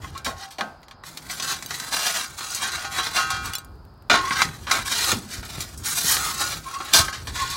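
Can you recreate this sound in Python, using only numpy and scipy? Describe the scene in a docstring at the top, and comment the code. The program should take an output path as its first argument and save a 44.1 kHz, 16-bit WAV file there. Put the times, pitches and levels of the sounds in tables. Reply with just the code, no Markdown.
"""Shovelling hot charcoal

Outdoors, a steel shovel pushes glowing charcoal over the tiled floor of a brick barbecue.
Grit catches under the blade and rings it; the pan knocks on the tiles and chatters, and lumps
of coal crunch and clink. The hearth walls add a short echo; a light wind buffets the microphone."""
import sys
import numpy as np
from scipy import signal
from scipy.fft import rfft, irfft
from scipy.io import wavfile

SR = 44100
rng = np.random.default_rng(int(sys.argv[2]) if len(sys.argv) > 2 else 0)


def inscribe(sig):
    """Save sig as 16-bit PCM at rate SR to the path in sys.argv[1].

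    A 1-D sig is mono; a 2-D sig holds one channel per row.
    Samples are clipped to [-1, 1] before scaling.
    """
    pcm = np.round(np.clip(np.atleast_2d(sig).T, -1, 1) * 32767)
    wavfile.write(sys.argv[1], SR, pcm.astype(np.int16))


N = 333396
TIME = np.arange(N) / SR
TAIL = TIME[:SR]  # one second for a hit to ring out
PAN_EDGE_HZ, ASH_EDGE_HZ, TOP_HZ = 2200, 7500, 15900  # tops of the pan, edge and fine ash registers


def amp(db):
    """Decibels to gain."""
    return 10 ** (np.asarray(db) / 20)


def unit(x):
    """Scale a response to unit energy."""
    return x / np.sqrt(np.sum(x ** 2))


def fade(t, t60):
    """Exponential decay, 60 dB down at t60."""
    return np.exp(-np.log(1000) * t / max(t60, 1e-3))


def convolve(x, response):
    """Pass x through a response, keeping its length."""
    return signal.fftconvolve(x, response)[:len(x)]


def colour(x, points, size=8192):
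    """Minimum-phase EQ through (Hz, dB) points, keeping the power of white noise."""
    hz, db = np.transpose(points)
    bins_hz = np.maximum(np.fft.rfftfreq(size, 1 / SR), 1)
    gain = amp(np.interp(np.log(bins_hz), np.log(hz), db))
    cepstrum = irfft(np.log(gain))
    cepstrum[1:size // 2] *= 2
    cepstrum[size // 2 + 1:] = 0
    return convolve(x, unit(irfft(np.exp(rfft(cepstrum)))))


def split(x):
    """Crossover into three registers: pan (low), edge (mid) and fine ash (high)."""
    bands = [(PAN_EDGE_HZ, "low"), ([PAN_EDGE_HZ, ASH_EDGE_HZ], "band"), (ASH_EDGE_HZ, "high")]
    return [signal.sosfilt(signal.butter(4, hz, kind, fs=SR, output="sos"), x) for hz, kind in bands]


def resonate(x, hz, t60):
    """One mode driven by x, keeping the power of white noise."""
    radius = fade(1 / SR, t60)
    feed = np.sqrt((1 - radius ** 2) / 2) * np.array([1, 0, -1])
    return signal.lfilter(feed, [1, -2 * radius * np.cos(2 * np.pi * hz / SR), radius ** 2], x)


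def walk(rate):
    """Random modulator with a spread near 1, turning rate times a second."""
    steps = rng.standard_normal(2048)
    return 1.2 * np.interp(TIME * rate, np.arange(len(steps)), steps)


def grains(per_s, spread_db):
    """Tiny fractures of uneven size at random moments; rms 1."""
    size = amp(spread_db * np.minimum(rng.exponential(size=N), 4))
    clicks = (rng.random(N) < per_s / SR) * size * rng.choice([-1, 1], N)
    return clicks / clicks.std()


def hearth(direct_t60, echo_t60, echo_db):
    """Response of a sharp contact with dense reflections between tiles and brick walls."""
    crack, echo = rng.standard_normal((2, SR))
    return unit(unit(crack * fade(TAIL, direct_t60)) + amp(echo_db) * unit(echo * fade(TAIL, echo_t60)))


# Fader ride of the breeze: (time [s], level [dB])
BREEZE = [(0, -42.5), (1, -57), (2.5, -52), (3.3, -40.5), (3.9, -48.5), (5.5, -40.5), (7.56, -44)]
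# Low rumble of the wind: (frequency [Hz], level [dB])
WIND_EQ = [(20, -23), (33, -11), (50, 0), (80, 1.5), (130, -5), (200, -13.5), (400, -15.5), (1000, -50.5)]
# Soft garden bed: (frequency [Hz], level [dB])
GARDEN_EQ = [(40, -3.5), (120, -7), (220, -8.5), (400, -15), (800, -7.5), (1400, -11.5), (2200, -30),
             (3500, -32), (5000, -18), (5800, -48), (16000, -85)]


def outdoors(gust_db, gusts_per_s):
    """Gusts rumble on the microphone over the faint hush of the garden."""
    breeze_db = np.interp(TIME, *np.transpose(BREEZE)) + gust_db * walk(gusts_per_s)
    wind = colour(rng.standard_normal(N), WIND_EQ) * amp(breeze_db)
    garden = colour(rng.standard_normal(N), GARDEN_EQ) * amp(-52.5 + 1.2 * walk(rate=1.53))
    return wind + garden


def embers(per_s, level_db):
    """The glowing heap ticks faintly as it burns."""
    cracks = grains(per_s, spread_db=3.0)
    ticks = convolve(cracks, hearth(direct_t60=0.006, echo_t60=0.07, echo_db=-11))
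    return amp(level_db) * sum(split(ticks)[1:])


def effort(start, length, attack_s=0.026, release_t60=0.3):
    """Envelope of one move of the arm: it takes hold, keeps on and lets go."""
    t = TIME - start
    return np.clip(t / attack_s, 0, 1) * fade(np.clip(t - length, 0, 2), release_t60)


# Shoves of the shovel, with low and high trims against the edge register:
# (start [s], length [s], level [dB], swell from start to end [dB], pan trim [dB], ash trim [dB])
PUSHES = [(0., 0.24, -52.5, -20.5, 4.5, -3), (0.244, 0.036, -34.5, -14.5, 8.5, 0),
          (0.361, 0.087, -40.5, -4, -0.5, -7), (1.031, 0.021, -44, 6, -5, 0.5),
          (1.278, 0.092, -38.5, -7, -3, 1.5), (1.402, 0.12, -32, 6.5, -2.5, -2.5),
          (1.66, 0.22, -40.5, 5, 2.5, 1.5), (1.904, 0.33, -28.5, -6, -1, -1),
          (2.36, 0.21, -33.5, 3.5, -3.5, -1.5), (2.6, 0.22, -31, -11.5, 1, -6),
          (2.898, 0.17, -31.5, -1, -0.5, -5.5), (3.124, 0.063, -25, 1, 1.5, -5),
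          (3.286, 0.071, -33, -15, 2, -20), (3.416, 0.067, -35.5, -0.5, 3.5, -3),
          (4.114, 0.047, -23.5, -6.5, 6.5, -23), (4.202, 0.21, -32, 13.5, 4, -6),
          (4.674, 0.089, -29, 10, 5, -2), (4.843, 0.25, -25, 6.5, -2.5, -1),
          (5.274, 0.068, -38, 8, -1, -0.5), (5.427, 0.18, -41, 1.5, 2.5, 0),
          (5.83, 0.244, -28.5, 0.5, -3, 5.5), (6.062, 0.05, -22, 6.5, -2, 6),
          (6.173, 0.32, -33.5, -14.5, 0.5, 3), (6.366, 0.19, -29.5, -11, 0, -0.5),
          (6.65, 0.26, -42, 6, 4, -3), (6.927, 0.073, -18.5, -7.5, -3.5, -1),
          (7.327, 0.32, -33.5, 3, -6, -7)]
# The shovel drags under its own weight: (start [s], end [s])
DRAGS = [(1.04, 3.55), (4.1, 7.56)]


def pressure(drag_db, drag_pan_db, drag_ash_db):
    """How hard the blade bears down in each register: shoves swell or slacken over a light drag."""
    drag = amp(drag_db) * sum(effort(start, end - start) for start, end in DRAGS)
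    power = (amp([[drag_pan_db], [0], [drag_ash_db]]) * drag) ** 2
    for start, length, db, swell_db, pan_db, ash_db in PUSHES:
        progress = np.clip((TIME - start) / length, 0, 1)
        push = effort(start, length) * amp(db + swell_db * (progress - .5))
        power += (amp([[pan_db], [0], [ash_db]]) * push) ** 2
    return np.sqrt(power)


def scraping(slip_db, level_db):
    """Force of the sliding blade for unit pressure: grit sticks and slips under it."""
    slips = amp(level_db + slip_db * walk(rate=90))
    coarse, fine = grains(per_s=2500, spread_db=0.5), grains(per_s=6000, spread_db=0.5)
    return slips * np.array([coarse, (coarse + fine) / np.sqrt(2), fine])


def upper_modes(low_hz, t60, count):
    """Metallic sheen: the response of a thin plate's crowd of weak high modes."""
    t = TAIL[:SR // 2]
    rings = sum(amp(2 * rng.standard_normal()) * np.sin(2 * np.pi * (hz * t + rng.random()))
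                for hz in rng.uniform(low_hz, TOP_HZ, count))
    return unit(np.pad(rings * fade(t, t60), (0, SR - len(t))))


# Bite of gritty contact: (frequency [Hz], level [dB])
GRIT_EQ = [(30, -33), (100, -9.5), (160, -7.5), (240, -7), (330, -5), (480, -5.5), (740, -2), (950, -2),
           (1250, 4), (2100, 0.5), (2600, -2.5), (4000, 8), (6500, -4), (9000, -10.5), (12500, -15.5),
           (16000, -19.5)]


def crunching(force, spots, shifts_per_s):
    """Grit cracks in the hearth; the contact shifts between spots that each colour it differently."""
    shares = np.array([walk(shifts_per_s) for _ in range(spots)])
    out = np.zeros(N)
    for share in shares / np.linalg.norm(shares, axis=0):
        crack = hearth(direct_t60=0.021, echo_t60=0.066, echo_db=-3.0)
        sheen = amp(-12) * upper_modes(low_hz=2440, t60=0.095, count=50)
        bands = split(colour(crack + sheen, GRIT_EQ))
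        out += sum(convolve(share * drive, unit(band[:SR // 4])) for drive, band in zip(force, bands))
    return out


# Steel modes of the blade and its shaft: (frequency [Hz], level [dB], free t60 [s])
BLADE_MODES = [(752, -8, .35), (798, -8, .5), (1085, -2, .55), (1103, -10, .2), (1269, -2, .55),
               (1300, -11, .3), (1438, -1, .5), (1559, -3, .65), (1730, -10, .3), (1815, -9, .4),
               (1950, -8, .25), (2072, -5, .17), (2380, -9, .4), (2745, -9, .33), (2792, -9, .28),
               (3231, -8, .3), (3378, -11, .35), (3850, -8, .16), (3976, -3, .22), (4114, -6, .25),
               (4436, -3, .27), (4640, -7, .25), (5087, -7, .25), (5630, -8, .22), (5815, -7, .15),
               (6008, -9, .2), (6230, -7, .2), (6520, -9, .25), (7001, -8, .25), (8450, -13, .19),
               (10540, -16, .2)]


def blade_ring(force, damping, contact_db):
    """The floor damps the blade; as the contact point wanders it favours other modes."""
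    out = np.zeros(N)
    for hz, db, t60 in BLADE_MODES:
        drive = force[int(hz > PAN_EDGE_HZ)] * amp(contact_db * walk(rate=7))
        out += amp(db) * resonate(drive, hz, t60 / damping)
    return out


def tumbling_coals(load, level_db, range_db, count=3000):
    """Chips pushed by the blade crack against each other, each a dry tick of its own colour."""
    out, t = np.zeros(N + SR), TAIL[:SR // 40]
    for when, pitch, smallness, *partials in rng.random((count, 7)):
        i, hz = int(when * N), 2800 * 3 ** pitch
        modes = np.sin(2 * np.pi * hz * np.outer(1 + np.array(partials), t))
        ring = modes.sum(axis=0) * fade(t, 100 / hz)
        register = 1 + int(1.4 * hz > ASH_EDGE_HZ)  # edge or ash, by the tick's centre
        out[i:i + len(t)] += load[register, i] * amp(level_db - range_db * np.sqrt(smallness)) * ring
    return convolve(out[:N], hearth(direct_t60=0.011, echo_t60=0.029, echo_db=-16.5))


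# Blade hits on tiles and coals; bright ones land edge first, dark ones pan first:
# (time [s], level [dB], brightness [dB], hardness [dB])
BLADE_HITS = [(0.0444, -50, -14, 12), (0.15, -36, -5, -8), (0.1771, -36, 13, 9), (.246, -19, 9, -6),
              (0.2629, -29.5, -7, 8), (0.506, -33, 8.5, -6), (.584, -28, -3, 0), (0.6091, -27, -6.5, 9.5),
              (0.8305, -45, 5, 4), (0.883, -47, 6, 10.5), (0.9108, -38, -0.5, 4), (1.0367, -41.5, -5.5, 8),
              (1.1729, -27, 9.5, 6), (1.2982, -25, 0, 1), (1.3983, -21, 4, 2.5), (1.4238, -21, 8.5, 3),
              (1.6245, -26.5, 7, 6.5), (1.7072, -21, 2, -0.5), (1.741, -22.5, 10, -3),
              (1.7993, -23, 7.5, 7), (2.0659, -10.5, 8.5, -2), (2.4085, -31.5, -2, 10.5),
              (2.5476, -26.5, 23, 1), (2.8454, -28, -4, 2), (2.9824, -17.5, -4, -4), (3.136, -35, 14, 8),
              (3.3033, -17, 9, 1.5), (4.0981, -9, -5, -7), (4.1381, -23.5, -13, 0),
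              (4.3076, -30.5, -18.5, 3), (4.4181, -9.5, 2, 3.5), (4.6684, -25, -4.5, -8),
              (4.7141, -10, 7, 5), (5.1174, -12, 6, 4), (5.429, -35, -8, 3), (5.6047, -22, 15, -3),
              (5.775, -44.5, 29, -5), (6.1675, -22, 2, 10.5), (6.7408, -26, 4, 1.5),
              (6.8034, -32, -13.5, 0.5), (6.936, -10.5, 11, 10), (7.0817, -31, -9.5, 3.5),
              (7.126, -22.5, 2, -8.5), (7.271, -23, 3.5, -4), (7.3544, -22, 3, -21), (7.501, -29.5, 18, 1)]


def knocking(blow_db, chatter_db, chatter_t60, pan_db, ash_db):
    """Force of each knock: one blow, then dying chatter that settles sooner after a hard hit."""
    force = np.zeros((3, N + SR))
    rattle = grains(per_s=3300, spread_db=0.5)
    for start, db, bright_db, hard_db in BLADE_HITS:
        i = int(start * SR)
        push = amp(chatter_db) * np.roll(rattle, -i)[:SR] * fade(TAIL, chatter_t60 * amp(-hard_db))
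        push[0] += amp(blow_db + hard_db)
        force[:, i:i + SR] += amp(db) * amp([[pan_db - bright_db], [0], [ash_db + bright_db]]) * push
    return force[:, :N]


# The edge catches and sings: (peak time [s], half width at half height [s], level [dB], pitch [Hz])
EDGE_SQUEALS = [(0.049, 0.011, -32.5, 1090), (0.164, 0.01, -35.5, 1087), (0.288, 0.016, -27, 1100),
                (0.44, 0.066, -43.5, 779), (4.283, 0.1, -27.5, 1088), (6.25, 0.065, -31.5, 1265),
                (6.684, 0.022, -34, 1090), (6.762, 0.025, -26.5, 1107), (7.007, 0.026, -26.5, 1083),
                (7.018, 0.044, -30, 1280), (7.421, 0.031, -27.5, 1087), (7.548, 0.064, -35.5, 1090)]


def squeals(waver, rough_db):
    """Stick-slip locks on to one mode for a moment, unsteady in pitch and strength."""
    wavering_time = np.cumsum(1 + waver * walk(rate=200)) / SR
    tones = np.zeros(N)
    for peak, half_width, db, hz in EDGE_SQUEALS:
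        swell = 1 + np.cos(np.pi * np.clip((TIME - peak) / (2 * half_width), -1, 1))
        tones += amp(db - 4) * swell * np.sin(2 * np.pi * hz * wavering_time)
    return tones * amp(rough_db * np.tanh(walk(rate=69)))


# Dull thuds, hollow clunks and short low bumps on the microphone:
# (time [s], level [dB], pitch [Hz], t60 [s])
THUDS = [(0.265, -26.5, 237, 0.11), (.258, -27.5, 676, 0.31), (.584, -26.5, 724, 0.43),
         (0.615, -33.5, 212, 0.34), (3.33, -32.5, 92, 0.13), (4.104, -37, 200, 0.19),
         (4.108, -31, 353, 0.78), (4.446, -29, 141, 0.51), (5.125, -19, 140, 0.16),
         (5.139, -31.5, 216, 0.88), (5.382, -16.5, 60.6, 0.055), (5.578, -15.5, 99, 0.039),
         (6.042, -28, 152, 0.13), (6.953, -31, 188, 0.23), (6.996, -10.5, 106, 0.048)]


def thuds(rise_s, looseness):
    """Dull bumps: each a soft, rattling push on one broad resonance."""
    out = np.zeros(N + SR)
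    for start, db, hz, t60 in THUDS:
        i = int(start * SR)
        envelope = (1 - np.exp(-TAIL / rise_s)) * fade(TAIL, t60)
        body = resonate(rng.standard_normal(2 * SR), hz, 1 / (looseness * hz))[SR:]
        out[i:i + SR] += amp(db - 2.0) * unit(body * envelope) * np.linalg.norm(envelope)
    return out[:N]


# Open ring-outs of the blade:
# (time [s], level [dB], tilt [dB/octave], favoured frequency [Hz], decay [x free t60])
REBOUNDS = [(.266, -36, -16, 1087, 1.3), (.61, -52, -11, 750, 0.93), (2.638, -24.5, 5, 1560, 0.88),
            (2.85, -26.5, 0, 781, .77), (2.982, -29.5, 3, 1560, 1.6), (3.166, -22, 1.5, 2780, 1.7),
            (3.185, -28, 1, 1267, 2.7), (3.304, -27, -4, 2420, 2), (3.321, -30, 0, 1100, 3.2),
            (4.1, -18, -7, 1445, 1.05), (4.418, -5, -2.5, 2390, 0.067), (4.711, -10.5, 1.5, 2090, 0.25),
            (7.084, -31, 1, 1110, 0.88)]


def free_ring(favour_db, grip_s, choked_t60):
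    """Rebounding from the tiles, the blade rings on; the striking point favours some of its modes."""
    out = np.zeros(N + SR)
    mode_hz, mode_db, mode_t60 = np.transpose(BLADE_MODES)
    for start, db, tilt_db, favoured_hz, stretch in REBOUNDS:
        i = int(start * SR)
        nearness = np.exp(-(np.log(mode_hz / favoured_hz) / .04) ** 2)
        gains = unit(amp(mode_db + tilt_db * np.log2(mode_hz / PAN_EDGE_HZ) + favour_db * nearness))
        ring = sum(gain * fade(TAIL, t60 * stretch) * np.sin(2 * np.pi * (hz * TAIL + rng.random()))
                   for gain, hz, t60 in zip(gains, mode_hz, mode_t60))
        attack = 1 - fade(TAIL, 0.0048)
        # At grip_s the shovel is drawn clear and a firm grip chokes whatever still rings.
        gripped_s = np.maximum(start + TAIL - grip_s, 0) * (start < grip_s)
        out[i:i + SR] += amp(db + 1.5) * ring * attack * fade(gripped_s, choked_t60)
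    return out[:N]


# Slides of the loaded pan: (start [s], length [s], level [dB])
LOADED_SLIDES = [(1.06, 0.93, -49), (2.55, 0.94, -56), (5.855, 0.8, -48)]
# Low body of those slides: (frequency [Hz], level [dB])
DRONE_EQ = [(60, -14), (110, -12.5), (155, 6.5), (200, -3), (260, -2.5), (330, -5), (450, -14.5),
            (900, -24)]


def drone():
    """The weight of the coals rumbles through pan and floor."""
    rumble = colour(grains(per_s=750, spread_db=4.0), DRONE_EQ)
    return rumble * sum(amp(db) * effort(start, length) for start, length, db in LOADED_SLIDES)


# Loose coals land on the tiles: (time [s], level [dB], pitch [x usual lump])
LANDINGS = [(1.661, -19, 1.1), (2.55, -29, 1.63), (3.457, -18.5, 1.03), (3.5354, -17, 0.8),
            (3.553, -11.5, 0.95), (3.584, -19.5, 1.08), (3.647, -33, 1.9), (6.85, -29, 3.9),
            (7.128, -45, 0.25)]
# Glassy modes of the usual lump of charcoal: (frequency [Hz], level [dB], t60 [s])
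LUMP_MODES = [(2650, -8, .05), (3610, -3, .08), (4290, -2, .07), (5739, -2, .06), (7687, -1, .06),
              (11050, -4, .035), (11400, -7, .06), (14250, -3, .035)]


def coal_clinks():
    """Hard, glassy lumps tick and ring; each landing favours other modes."""
    out = np.zeros(N + SR)
    for start, db, pitch in LANDINGS:
        i, ring = int(start * SR), np.zeros(SR)
        for hz, mode_db, t60 in LUMP_MODES:
            if hz * pitch < TOP_HZ:
                gain = amp(mode_db + 2 * rng.standard_normal())
                ring += gain * fade(TAIL, t60 / pitch) * np.sin(2 * np.pi * hz * pitch * TAIL)
        tick = 2.6 * rng.standard_normal(SR) * fade(TAIL, 0.005)
        out[i:i + SR] += amp(db - 10.5) * (amp(-3.5) * ring + tick)
    return out[:N]


def scene():
    """Shovel, coals and open air in mono; knocks and scrapes drive both the crunch and the blade."""
    load = pressure(drag_db=-50.5, drag_pan_db=0.5, drag_ash_db=2.5)
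    force = knocking(blow_db=13.0, chatter_db=-7.5, chatter_t60=0.093, pan_db=2, ash_db=-12)
    force += load * scraping(slip_db=3.0, level_db=-2.0)
    shovel = amp(-2.5) * crunching(force, spots=4, shifts_per_s=8)
    shovel += amp(-13.5) * blade_ring(force, damping=2.12, contact_db=3.0)
    shovel += free_ring(favour_db=11, grip_s=3.55, choked_t60=0.79)
    shovel += squeals(waver=0.024, rough_db=5) + drone()
    coals = coal_clinks() + tumbling_coals(load, level_db=1.0, range_db=21.5)
    coals += embers(per_s=18, level_db=-73.5)
    bumps = thuds(rise_s=0.0032, looseness=0.11)
    return (shovel + coals + bumps + outdoors(gust_db=3.5, gusts_per_s=16))[None]


def record(dry):
    """Master chain: drop the deepest rumble, round the highest peaks and cut the top."""
    thinned = signal.sosfilt(signal.butter(4, 36, "high", fs=SR, output="sos"), dry)
    return signal.sosfilt(signal.ellip(10, .2, 80, TOP_HZ, fs=SR, output="sos"), np.tanh(thinned))


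dry = scene()
out = record(dry)
inscribe(out)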